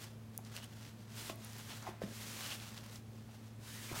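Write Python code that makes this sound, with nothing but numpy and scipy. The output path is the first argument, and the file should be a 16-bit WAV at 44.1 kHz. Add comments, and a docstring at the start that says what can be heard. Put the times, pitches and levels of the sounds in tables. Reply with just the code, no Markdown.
"""Someone splices a twisted rope with a steel spike on a concrete workshop floor, heard close up.
A machine hums throughout. From the start, sweatshirt sleeves swish, the spike scrapes between the
strands and fibres snap. Rope and shoe bump the floor at 1.3 s, then bump and scuff it around 2 s.
The scraping is hardest near 2.5 s. Near 3.8 s the spike is drawn out with a faint zip,
and a few last bumps and scuffs follow."""
import sys
import numpy as np
from scipy import signal
from scipy.fft import rfft, irfft, next_fast_len
from scipy.io import wavfile
from scipy.ndimage import map_coordinates

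SR = 44100
rng = np.random.default_rng(int(sys.argv[2]) if len(sys.argv) > 2 else 0)


def put_to_file(sound):
    """Save the sound as 16-bit audio at rate SR, in the file named by the first command-line argument."""
    columns = np.atleast_2d(sound).T  # one column per channel
    safe = np.clip(columns, -1, 1)
    whole_steps = np.round(safe * 32767)
    wavfile.write(sys.argv[1], SR, whole_steps.astype(np.int16))


N = 176400  # 4 seconds

# the machine's two tones (pitch [Hz], level [dB])
HUM_TONES = [(110.7, -54.5), (221.4, -60.5)]
# the room's low rumble (frequency [Hz], level [dB])
RUMBLE_SPECTRUM = [(20, -44), (35, -22), (50, -2), (80, -1.5), (125, 4.5), (175, -2.5), (215, 1.5),
                   (300, -7), (450, -9), (720, -14.5), (1100, -18), (2000, -22), (4000, -25.5), (8000, -30),
                   (15500, -33)]
# the room's echo; a fade time is how long a sound takes to drop 60 dB (frequency [Hz], fade time [s])
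ECHO_FADES = [(150, 0.31), (800, 0.41), (4000, 0.78), (14000, 0.11)]
# sleeve strokes (start [s], length [s], rise [s], fall [s], level [dB], growth over the stroke [dB])
SLEEVE_STROKES = [(-.02, 0.067, 0.038, 0.02, -56, 2), (1.133, .17, .045, 0.058, -50, 0),
                  (1.342, 0.428, .09, 0.11, -60.5, 4), (2.03, 0.522, 0.13, 0.043, -54, 6.5),
                  (2.542, 0.13, .03, 0.16, -56.5, -0.5), (2.891, 0.079, .03, 0.046, -62, 4),
                  (3.584, 0.35, 0.13, 0.017, -52.5, 1), (3.936, .1, 0.021, .03, -45, 1.5)]
# the hiss of cloth (frequency [Hz], level [dB])
CLOTH_SPECTRUM = [(100, -17), (250, 1.5), (600, -5.5), (1200, -0.5), (2200, 0), (3500, 0.5), (6500, -1),
                  (10000, -4.5), (15500, -8.5)]
# scuffs on the floor (peak time [s], rise [s], fall [s], level [dB], pitch [Hz], width [octaves])
FLOOR_SCUFFS = [(1.874, 0.0077, 0.0082, -42, 760, 0.23), (1.884, 0.049, 0.033, -55, 970, 0.97),
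                (1.88, 0.013, 0.01, -61, 2150, 0.2), (2.025, 0.0057, 0.0085, -54, 1640, 0.42),
                (3.897, 0.012, 0.019, -53, 2280, 0.16), (3.96, 0.036, 0.034, -49, 890, 1)]
# dull bumps of rope and shoe (time [s], level [dB], pitch [Hz], fade time [s])
FLOOR_BUMPS = [(.3895, -39, 780, 0.013), (1.2949, -34.5, 1110, 0.019), (1.2977, -31, 663, 0.02),
               (1.2985, -32, 294, 0.023), (1.328, -42, 700, 0.0099), (1.694, -44.5, 233, .06),
               (1.868, -43, 1040, 0.025), (1.888, -34, 345, 0.031), (2.0177, -28.5, 504, .022),
               (2.0346, -38.5, 1750, 0.013), (2.037, -30.5, 217, 0.061), (2.04, -39, 288, 0.028),
               (3.29, -46.5, 790, .015), (3.342, -46, 755, 0.014), (3.915, -33, 320, 0.031),
               (3.926, -37.5, 120, 0.056), (3.976, -40.5, 120, 0.076)]
# fibre snaps and ticks of the spike (time [s], level [dB], pitch [Hz], fade time [s])
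SNAPS = [(0.0416, -47, 7000, 0.0074), (0.3777, -24.5, 9900, 0.0018), (.4495, -51.5, 5360, 0.022),
         (.565, -37.5, 3300, .008), (.5655, -41, 8440, 0.015), (.642, -46, 8000, 0.016),
         (0.86, -60, 4500, .008), (1.2974, -42.5, 2780, 0.011), (1.357, -46.5, 14000, .008),
         (1.4473, -40.5, 11000, 0.0077), (1.532, -46, 5970, .008), (1.581, -51.5, 11000, 0.043),
         (1.826, -46, 6000, .008), (2.462, -38.5, 3260, 0.014), (2.505, -39, 4500, 0.007),
         (2.6006, -44, 3300, .008), (2.778, -39, 3400, 0.0054), (2.9127, -52, 7000, .008),
         (2.936, -55, 11000, 0.0071), (2.958, -42.5, 5200, 0.0066)]
# the tones of the hand-held spike (pitch [Hz], level [dB], fade time [s])
STEEL_TONES = [(2814, -5, 0.21), (3140, -11, 0.42), (3455, 0.5, 0.18), (7040, -10, .15)]
# the spike forcing strands apart (peak time [s], rise [s], fall [s], level [dB])
SPIKE_PUSHES = [(.57, 0.01, .016, -58), (.635, .015, 0.011, -57.5), (1.302, .007, 0.013, -53),
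                (1.715, 0.018, 0.02, -56), (2.44, .03, .025, -54.5), (2.52, 0.017, 0.012, -48.5),
                (2.61, .04, 0.044, -62)]
# spike and hands dragging on the rope (peak time [s], rise [s], fall [s], level [dB])
ROPE_DRAGS = [(.03, 0.057, .06, -57), (.358, 0.017, .012, -63), (.475, 0.021, 0.025, -60),
              (.545, 0.029, 0.053, -56.5), (.568, 0.017, 0.027, -55), (.635, 0.016, 0.022, -56),
              (.755, 0.075, 0.024, -62.5), (.85, 0.06, 0.055, -58), (1.02, 0.039, .025, -64),
              (1.16, .06, 0.045, -58.5), (1.47, 0.053, .05, -58), (1.586, 0.034, .04, -55.5),
              (1.713, 0.024, 0.02, -51), (1.755, .02, 0.022, -56), (1.878, 0.093, 0.029, -56.5),
              (2.024, 0.01, 0.084, -58.5), (2.21, 0.023, .05, -56.5), (2.44, 0.1, 0.037, -50.5),
              (2.52, 0.025, 0.04, -50.5), (2.635, .04, 0.085, -55.5), (2.775, 0.032, 0.02, -56),
              (2.855, 0.058, 0.074, -58.5), (2.955, .025, 0.0084, -59.5), (3.18, 0.066, 0.057, -69),
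              (3.35, 0.056, 0.026, -63.5), (3.47, 0.065, 0.029, -65.5)]
# the sound of rubbed rope (frequency [Hz], level [dB])
ROPE_SPECTRUM = [(150, -25), (500, -2.5), (1000, -2), (1800, -1.5), (2350, -5), (2850, -3.5), (3900, -3.5),
                 (6000, -5), (9000, -11), (15500, -15.5)]


def gain(db):
    """Turn decibels into a number to multiply by."""
    return 10 ** (np.asarray(db) / 20)


def normalise(x):
    """Scale a sound to an average (rms) size of 1."""
    return x / np.sqrt(np.mean(x ** 2) + 1e-20)


def look_up(points, hz):
    """Read between the rows of a (frequency, value) table, on a log frequency scale."""
    freqs, values = np.transpose(points)
    return np.interp(np.log(hz + 1), np.log(freqs + 1), values)


def filtered(x, response):
    """Multiply each frequency in a sound by response(hz)."""
    size = next_fast_len(len(x) + 4096)
    return irfft(rfft(x, size) * response(np.fft.rfftfreq(size, 1 / SR)), size)[:len(x)]


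def coloured(x, spectrum):
    """Shape a sound's bass and treble with a table, then normalise it."""
    return normalise(filtered(x, lambda hz: gain(look_up(spectrum, hz))))


def band(x, centre_hz, octaves):
    """Keep mostly the frequencies around one pitch."""
    return filtered(x, lambda hz: 1 / (1 + (np.log2((hz + 1) / centre_hz) / octaves) ** 2))


def wobble(per_s):
    """A smooth curve through per_s random values a second."""
    values = rng.standard_normal(int(N * per_s / SR) + 4)
    return map_coordinates(values, [np.arange(N) * per_s / SR])


def clicks(per_s, spread_db):
    """Tiny clicks at random times and of random size."""
    hits = (rng.random(N) < per_s / SR) * rng.choice([-1, 1], N)
    sizes = gain(spread_db * np.clip(rng.standard_normal(N), -2, 2))
    return normalise(hits * sizes)


def swell(peak_s, rise_s, fall_s):
    """A rounded rise and fall."""
    t = np.arange(N) / SR - peak_s
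    return np.exp(-0.5 * (t / np.where(t < 0, rise_s, fall_s)) ** 2)


def machine_hum():
    """A machine hums on one note and its octave, over the rumble of the room."""
    t, hum = np.arange(N) / SR, np.zeros(N)
    for hz, db in HUM_TONES:
        height = np.sqrt(2) * gain(db + 0.2 * wobble(3.67))
        hum += height * np.sin(2 * np.pi * (hz * t + rng.random()) + 0.033 * wobble(2.45))
    return hum + gain(-57) * coloured(rng.standard_normal(N), RUMBLE_SPECTRUM)


def room_echo(x):
    """The workshop's echo lasts longest near 4 kHz; the highest treble dies first."""
    hz, t, noise = signal.stft(rng.standard_normal(SR // 2), SR, nperseg=256)
    fade = gain(-60 * t / look_up(ECHO_FADES, hz)[:, None])
    tail = signal.istft(noise * fade, SR, nperseg=256)[1]
    delayed = np.pad(tail, (SR // 300, 0)) / np.linalg.norm(tail)
    return signal.fftconvolve(x, delayed)[:N]


def sleeve_swishes():
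    """Cloth slides on cloth: a fine hiss that follows each arm stroke."""
    t, power = np.arange(N) / SR, np.zeros(N)
    for start, length, rise, fall, db, growth_db in SLEEVE_STROKES:
        fade_in = np.clip((t - start) / rise, 0, 1)
        fade_out = np.exp(-2 * np.maximum(t - start - length, 0) / fall)
        progress = np.clip((t - start) / length, 0, 1)
        power += (fade_in * fade_out * gain(db + growth_db * progress)) ** 2
    flutter = gain(0.76 * wobble(40))
    return np.sqrt(power) * flutter * coloured(rng.standard_normal(N), CLOTH_SPECTRUM)


def floor_scuffs():
    """Rope and shoe stick and slip on the floor; each scuff rings around one pitch."""
    out = np.zeros(N)
    for peak, rise, fall, db, hz, octaves in FLOOR_SCUFFS:
        slips = clicks(per_s=900, spread_db=0.5)
        out += gain(db) * swell(peak, rise, fall) * normalise(band(slips, hz, octaves))
    return out


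def floor_bumps(rise_s=0.00061, thud_db=-11):
    """Rope and shoe land softly: a quickly fading tone over a noisy thud."""
    out, t = np.zeros(N), np.arange(SR // 8) / SR
    for start, db, hz, fade_s in FLOOR_BUMPS:
        shape = gain(-60 * t / fade_s) * (1 - np.exp(-t / rise_s))
        tone = shape * np.sin(2 * np.pi * hz * t)
        thud = shape * band(rng.standard_normal(len(t)), hz, octaves=0.82)
        thud *= np.linalg.norm(shape) / np.linalg.norm(thud)
        mix_in(out, start, gain(db) * (tone + gain(thud_db) * thud))
    return out


def mix_in(track, start_s, sound):
    """Add a short sound to a track at a given time."""
    part = track[max(0, round(start_s * SR)):][:len(sound)]
    part += sound[:len(part)]


def spike_zip(peak_s=3.78, half_length_s=0.2, top_hz=1923, roughness=1.8):
    """Ribbed surfaces slide as the spike is drawn out; the pitch rises and falls with the arm's speed."""
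    t = np.arange(N) / SR
    speed = np.clip(1 - ((t - peak_s) / half_length_s) ** 2, 0, 1)
    phase = 2 * np.pi * np.cumsum(top_hz * speed) / SR
    tone = np.sin(phase + roughness * wobble(350))
    octave = gain(-10) * np.sin(2 * phase + roughness * wobble(350))
    return gain(-62.5) * speed * normalise(tone + octave)


def fibre_snaps(octaves=0.93):
    """Fibres snap and the spike ticks: sharp bursts of noise with hardly any ring."""
    out, t = np.zeros(N), np.arange(SR // 40) / SR
    lead = SR // 500  # 2 ms of space for the filter to spread into
    for start, db, hz, fade_s in SNAPS:
        fade = gain(-60 * t / fade_s)
        burst = np.pad(rng.standard_normal(len(t)) * fade, (lead, 0))
        snap = band(band(burst, hz, octaves), hz, octaves)
        snap *= np.linalg.norm(fade) / np.linalg.norm(snap)
        mix_in(out, start - lead / SR, gain(db) * snap)
    return out


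def steel_ring(rubbing):
    """Rubbing makes the spike ring, and the hand holding it soon stops the ring."""
    t = np.arange(SR // 4) / SR
    ring = sum(gain(db - 60 * t / fade_s) * np.sin(2 * np.pi * hz * t) for hz, db, fade_s in STEEL_TONES)
    return signal.fftconvolve(rubbing, ring / np.linalg.norm(ring))[:N]


def rope_scrapes(crackle_share=0.51):
    """Fibres catch and slip under the spike: crackle over hiss, and a rasp as strands are forced apart."""
    drag = np.sqrt(sum((gain(db) * swell(*timing)) ** 2 for *timing, db in ROPE_DRAGS))
    push = sum(gain(db) * swell(*timing) for *timing, db in SPIKE_PUSHES)
    crackle = np.sqrt(crackle_share) * clicks(per_s=2500, spread_db=8.5)
    rubbing = crackle + np.sqrt(1 - crackle_share) * rng.standard_normal(N)
    slips = clicks(per_s=1600, spread_db=3.5)
    rasp = push * normalise(band(slips, centre_hz=2900, octaves=0.28))
    scrape = drag * gain(1.3 * wobble(90)) * coloured(rubbing, ROPE_SPECTRUM)
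    return scrape + rasp + gain(-16) * steel_ring((drag + push) * rubbing)


def scene():
    """Handwork close by, the floor further off with more echo; left and right are the same."""
    snaps = fibre_snaps()
    floor = floor_bumps() + floor_scuffs()
    handwork = sleeve_swishes() + spike_zip() + rope_scrapes() + snaps
    echo = room_echo(gain(-7) * floor + gain(-16) * snaps)
    mono = machine_hum() + echo + floor + handwork
    return np.array([mono, mono])


def record(dry):
    """Cut away the very highest treble, above 15.9 kHz."""
    return np.array([filtered(channel, lambda hz: hz < 15900) for channel in dry])


dry = scene()
out = record(dry)
put_to_file(out)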